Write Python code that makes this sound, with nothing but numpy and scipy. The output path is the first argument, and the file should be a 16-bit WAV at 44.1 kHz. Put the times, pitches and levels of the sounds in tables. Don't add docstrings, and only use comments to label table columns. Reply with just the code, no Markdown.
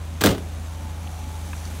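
import sys
import numpy as np
from scipy import signal
from scipy.fft import rfft, irfft
from scipy.io import wavfile

SR = 44100
rng = np.random.default_rng(int(sys.argv[2]) if len(sys.argv) > 2 else 0)


def to_wav(sig):
    pcm = np.clip(np.atleast_2d(sig), -1, 1) * 32767
    pcm = np.round(pcm).astype(np.int16)
    wavfile.write(sys.argv[1], SR, pcm.T)


N = 79380
T = np.arange(N) / SR

# multiple_of_engine_cycle, rms_db
EXHAUST_ORDERS = [(4, -42), (5, -75), (6, -32), (7, -48.5), (8, -54.5), (11, -50), (12, -55), (13, -51),
                  (22, -58), (42, -60.5)]
# freq_hz, density_db
RUMBLE_COLOUR = [(25, -29), (50, 9), (90, 6), (125, -2.5), (165, 1.5), (240, 6.5), (340, -8), (600, -39),
                 (1500, -68)]
# freq_hz, density_db
WHIRR_COLOUR = [(200, 2), (400, 0.5), (750, 3.5), (1100, 0.5), (1800, -5.5), (3500, -9), (6000, -19),
                (15000, -70)]
# time_s, level_db
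WHIRR_RIDE = [(0, -45), (.55, -44.5), (1.0, -44.5), (1.35, -44.5), (1.8, -42.5)]
# freq_hz, density_db
HISS_COLOUR = [(1200, -66), (2500, -2), (3700, 2), (5000, -0.5), (6400, 4), (8300, 2), (9800, 0.5),
               (11500, -2.5), (13500, -4), (15500, -7.5)]
# time_s, level_db
HISS_RIDE = [(0, -53.5), (.55, -51.5), (1.0, -51.5), (1.35, -49), (1.65, -47), (1.8, -47)]
# pitch_hz, width_hz, level_db
BAY_RESONANCES = [(2323, 100, -11), (3670, 110, -19), (5830, 200, -12.5), (6340, 200, -11.5),
                  (9950, 140, -13), (11800, 260, -19)]
# time_s, pitch_hz
WHINE_PITCH = [(0, 875), (.8, 890), (.9, 856), (1.2, 850), (1.37, 866), (1.48, 842), (1.8, 850)]
# time_s, level_db
WHINE_RIDE = [(0, -79), (.65, -58), (.8, -52), (1.05, -52), (1.35, -48.5), (1.55, -52.5), (1.8, -54)]
# start_s, level_db, t60_s, then pitch_hz for each of four partials
TICK_CUES = [(1.073, -39, .02, 2400, 2750, 3050, 3450), (1.532, -32, .022, 950, 1170, 1650, 2600),
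             (1.6535, -37.5, .018, 1250, 4480, 5950, 7200), (1.711, -42, .014, 1000, 1500, 1950, 2400)]
# start_s, level_db, contact_s
DOOR_BLOWS = [(.2085, -11.5, 0.00057), (.2190, -15, 0.0013), (0.2383, -4.5, 0.00086), (.2450, -4, 0.00064),
              (0.2540, -2, 0.0025), (0.2640, 3, 0.0035), (0.2780, -7, .0013), (0.305, -8, 0.0015),
              (0.330, -14.5, 0.0012)]
# pitch_hz, level_db, t60_s
BOOM_MODES = [(100, -10, .28), (116, -4, .36), (168, -1, .38), (204, -3, .48), (257, -4, .34),
              (285, -3, .32), (325, -4, .2), (404, -2, .26), (428, -3, .24), (489, -6, .2), (541, -4, .2),
              (619, -2, .2), (736, -2, .18), (842, 0, .16)]
# freq_hz, density_db
THUD_COLOUR = [(25, -39), (45, -9), (80, 14.5), (160, -5), (300, 2), (550, -5.5), (850, -16), (1400, -12.5),
               (3000, -39)]
# start_s, level_db, tilt_db_per_octave
METAL_HITS = [(0.2089, -18.5, -1), (0.2136, -20, 2), (0.2198, -18.5, -5), (0.2374, -13, 2),
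              (0.244, -29, -11.5), (0.2455, -15.5, -1.5), (0.2506, -15, -1.5), (.2590, -12, .5),
              (0.2654, -20, 1), (0.2699, -12.5, -3), (0.278, -24, -7.5), (0.2882, -17.5, -2),
              (0.305, -25, 0), (0.3131, -21, -3.5), (0.3265, -36, -4.5), (0.3363, -48, -4),
              (0.3477, -29.5, -2.5), (.3555, -50, 0), (0.3802, -32, -1.5)]
# pitch_hz, level_db, t60_s
FRAME_MODES = [(990, -8, .2), (1174, -10, .17), (1227, -9, .26), (1269, -8, .28), (1502, -4, .22),
               (1707, -3, .18), (2008, -5, .16), (2125, -10, .24), (2412, -9, .25), (2590, -5, .22),
               (2851, -6, .22), (3214, -7, .19), (3768, -10, .16), (4727, -9, .2), (5706, -5, .09),
               (8290, -8, .16)]
# pitch_hz, level_db, t60_s
LATCH_RING = [(1270, -22, 0.024), (1575, -11.5, 0.03), (1667, -14, 0.045), (1960, -24, 0.034),
              (3500, -21, .03)]
# freq_hz, density_db
CLASH_COLOUR = [(300, -7.5), (700, -3), (1100, -5), (1600, 1), (2200, -6), (3300, -1), (5000, -9),
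                (7500, -7), (11000, -15), (15500, -11)]
# freq_hz, t60_s
TAIL_DECAY = [(400, 0.5), (1500, 0.095), (4000, 0.22), (9000, 0.17), (15000, 0.18)]

CYLINDERS, FIRING_HZ = 6, 80.6


def from_db(db):
    return 10 ** (np.asarray(db) / 20)


def unit_rms(x):
    return x / np.sqrt(np.mean(x ** 2) + 1e-20)


def ride(points):
    return np.interp(T, *np.transpose(points))


def at_hz(points, hz):
    freqs, values = np.transpose(points)
    return np.interp(np.log(hz), np.log(freqs), values)


def drift(rate_hz):
    hz = np.arange(N + 1) * SR / (2 * N)
    return unit_rms(irfft(rfft(rng.standard_normal(2 * N)) / (1 + (hz / rate_hz) ** 2))[:N])


def noise(colour):
    hz = np.maximum(np.arange(N // 2 + 1) * SR / N, 1)
    return unit_rms(irfft(rfft(rng.standard_normal(N)) * from_db(at_hz(colour, hz)), N))


def narrow_noise(hz, width_hz):
    return signal.lfilter(*signal.iirpeak(hz, hz / width_hz, fs=SR), rng.standard_normal(N))


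def bandpass(x, order, edges_hz):
    return signal.sosfilt(signal.butter(order, edges_hz, "band", fs=SR, output="sos"), x)


def burst(start_s, attack_s, t60_s):
    age = np.maximum(T - start_s, 0)
    return (1 - np.exp(-age / attack_s)) * np.exp(-np.minimum(np.log(1000) * age / t60_s, 20))


def click(start_s):
    return 1.0 * (np.arange(N) == int(start_s * SR))


def push(start_s, contact_s):
    pulse = np.sin(np.pi * np.clip((T - start_s) / contact_s, 0, 1)) ** 2
    return pulse / (pulse.sum() + 1e-12)


def ring(force, hz, t60_s):
    radius, angle = np.exp(-np.log(1000) / (t60_s * SR)), 2 * np.pi * hz / SR
    return signal.lfilter([0, np.sin(angle)], [1, -2 * radius * np.cos(angle), radius ** 2], force + 1e-18)


def ring_modes(modes, forces):
    return sum((-1) ** k * from_db(db) * ring(forces[k], hz, t60_s)
               for k, (hz, db, t60_s) in enumerate(modes))


def hiss_flutter(level_db=-11.5, swing_db=10):
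    out = 0
    for hz in np.geomspace(4500, 13000, 14):
        band = narrow_noise(hz, width_hz=150)
        flare_db = swing_db * np.minimum(drift(31), 2)
        out += band * from_db(at_hz(HISS_COLOUR, hz) + flare_db)
    return from_db(level_db) * unit_rms(out)


def fan_hiss(waver_db=2.5):
    out = noise(HISS_COLOUR) + hiss_flutter()
    for hz, width_hz, db in BAY_RESONANCES:
        out += from_db(db) * unit_rms(narrow_noise(hz, width_hz) * from_db(waver_db * drift(3.8)))
    return out


def exhaust_hum(firing_phase, waver=0.016):
    out = 0
    for order, db in EXHAUST_ORDERS:
        gain = from_db(db) * np.sqrt(2) * (1 + waver * drift(4.1))
        out += gain * np.sin(order * firing_phase / CYLINDERS + rng.uniform(0, 2 * np.pi))
    return out


def rumble(level_db=-47, swell_db=5, crest_s=0.14, period_s=0.2253):
    surge = np.cos(2 * np.pi * (T - crest_s) / period_s)
    return from_db(level_db + swell_db * surge) * noise(RUMBLE_COLOUR)


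def engine(speed_wander=0.0033, throb=0.11, flicker_db=0.6):
    firing_phase = 2 * np.pi * np.cumsum(FIRING_HZ * (1 + speed_wander * drift(2.5))) / SR
    low_end = exhaust_hum(firing_phase) + rumble()
    whirr = from_db(ride(WHIRR_RIDE)) * noise(WHIRR_COLOUR)
    hiss = from_db(ride(HISS_RIDE) + flicker_db * drift(30)) * fan_hiss()
    return low_end + (whirr + hiss) * (1 + throb * np.sin(firing_phase))


def whine(hz, rough_rad=0.85, flutter_db=2.2):
    phase = 2 * np.pi * np.cumsum(hz * np.ones(N)) / SR
    return unit_rms(np.sin(phase + rough_rad * drift(28)) * from_db(flutter_db * drift(24)))


def machinery_whines(lower_hz=735, lower_db=-51.5, crest_s=1.15, width_s=0.12):
    upper = from_db(ride(WHINE_RIDE)) * whine(ride(WHINE_PITCH))
    swell = np.exp(-((T - crest_s) / width_s) ** 2)
    return upper + from_db(lower_db) * swell * whine(lower_hz)


def ticks(grit_db=-5, grit_attack_s=0.0005):
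    out = 0
    for start_s, db, t60_s, *partials in TICK_CUES:
        low_hz, high_hz = partials[0], partials[-1]
        grit = noise([(low_hz / 2, -25), (low_hz, 0), (high_hz, -4), (high_hz * 2, -30)])
        grit *= from_db(grit_db) * burst(start_s, grit_attack_s, 2 * t60_s)
        pings = sum((-1) ** k * ring(click(start_s), hz, t60_s) for k, hz in enumerate(partials))
        out += from_db(db) * (pings + grit)
    return out


def panel_boom(level_db=-20.5):
    force = sum(from_db(db) * push(start_s, contact_s) for start_s, db, contact_s in DOOR_BLOWS)
    return from_db(level_db) * ring_modes(BOOM_MODES, [force] * len(BOOM_MODES))


def panel_thuds(level_db=-15, attack_s=0.00035, cycles_per_contact=0.44):
    out = 0
    for start_s, db, contact_s in DOOR_BLOWS:
        hz = cycles_per_contact / contact_s
        flexing = unit_rms(bandpass(noise(THUD_COLOUR), 1, [hz / 2, hz * 2]))
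        t60_s = 0.16 * (410 / hz) ** 0.4
        out += from_db(level_db + db) * burst(start_s, attack_s, t60_s) * flexing
    return out


def frame_ring(level_db=-24):
    clicks = np.array([from_db(db) * click(start_s) for start_s, db, _ in METAL_HITS])
    pitch_hz = np.array(FRAME_MODES)[:, 0]
    tilt_db = np.array(METAL_HITS)[:, 2]
    octaves = np.log2(pitch_hz / np.median(pitch_hz))
    forces = from_db(np.outer(octaves, tilt_db)) @ clicks
    return from_db(level_db) * ring_modes(FRAME_MODES, forces)


def latch_snap(start_s=0.2373):
    return ring_modes(LATCH_RING, [click(start_s)] * len(LATCH_RING))


def steel_clashes(chatter_db=1.5, tail_db=-12, tail_build_s=0.015):
    edges = np.geomspace(250, 17000, 15)
    centres = np.sqrt(edges[1:] * edges[:-1])
    colour = from_db(at_hz(CLASH_COLOUR, centres))
    colour /= np.sqrt(np.sum(colour ** 2 * np.diff(edges)) * 2 / SR)
    starts, level_db, tilt_db = np.transpose(METAL_HITS)
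    cracks = np.array([burst(start_s, attack_s=0.00041, t60_s=0.033) ** 2 for start_s in starts])
    chatter = unit_rms(from_db(chatter_db * drift(830)))
    grain = chatter * rng.standard_normal((2, N))
    out = 0
    for k, hz in enumerate(centres):
        band = bandpass(grain[k % 2], 2, edges[k:k + 2])
        crack_power = from_db(level_db + tilt_db * np.log2(hz / np.median(centres))) ** 2 @ cracks
        tail_shape = burst(0, tail_build_s, at_hz(TAIL_DECAY, hz)) ** 2 / cracks[0].sum()
        tail_power = np.abs(signal.fftconvolve(crack_power, tail_shape)[:N]) * from_db(tail_db) ** 2
        out += colour[k] * band * np.sqrt(crack_power + tail_power)
    return out


def scene():
    door = steel_clashes() + latch_snap() + frame_ring() + panel_boom() + panel_thuds()
    bed = engine() + machinery_whines() + ticks()
    return (door + bed)[None]


def record(dry, low_cut_hz=29, high_cut_hz=15750):
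    thinned = signal.sosfilt(signal.butter(4, low_cut_hz, "high", fs=SR, output="sos"), dry)
    return signal.sosfilt(signal.ellip(12, .1, 80, high_cut_hz, fs=SR, output="sos"), thinned)


dry = scene()
out = record(dry)
to_wav(out)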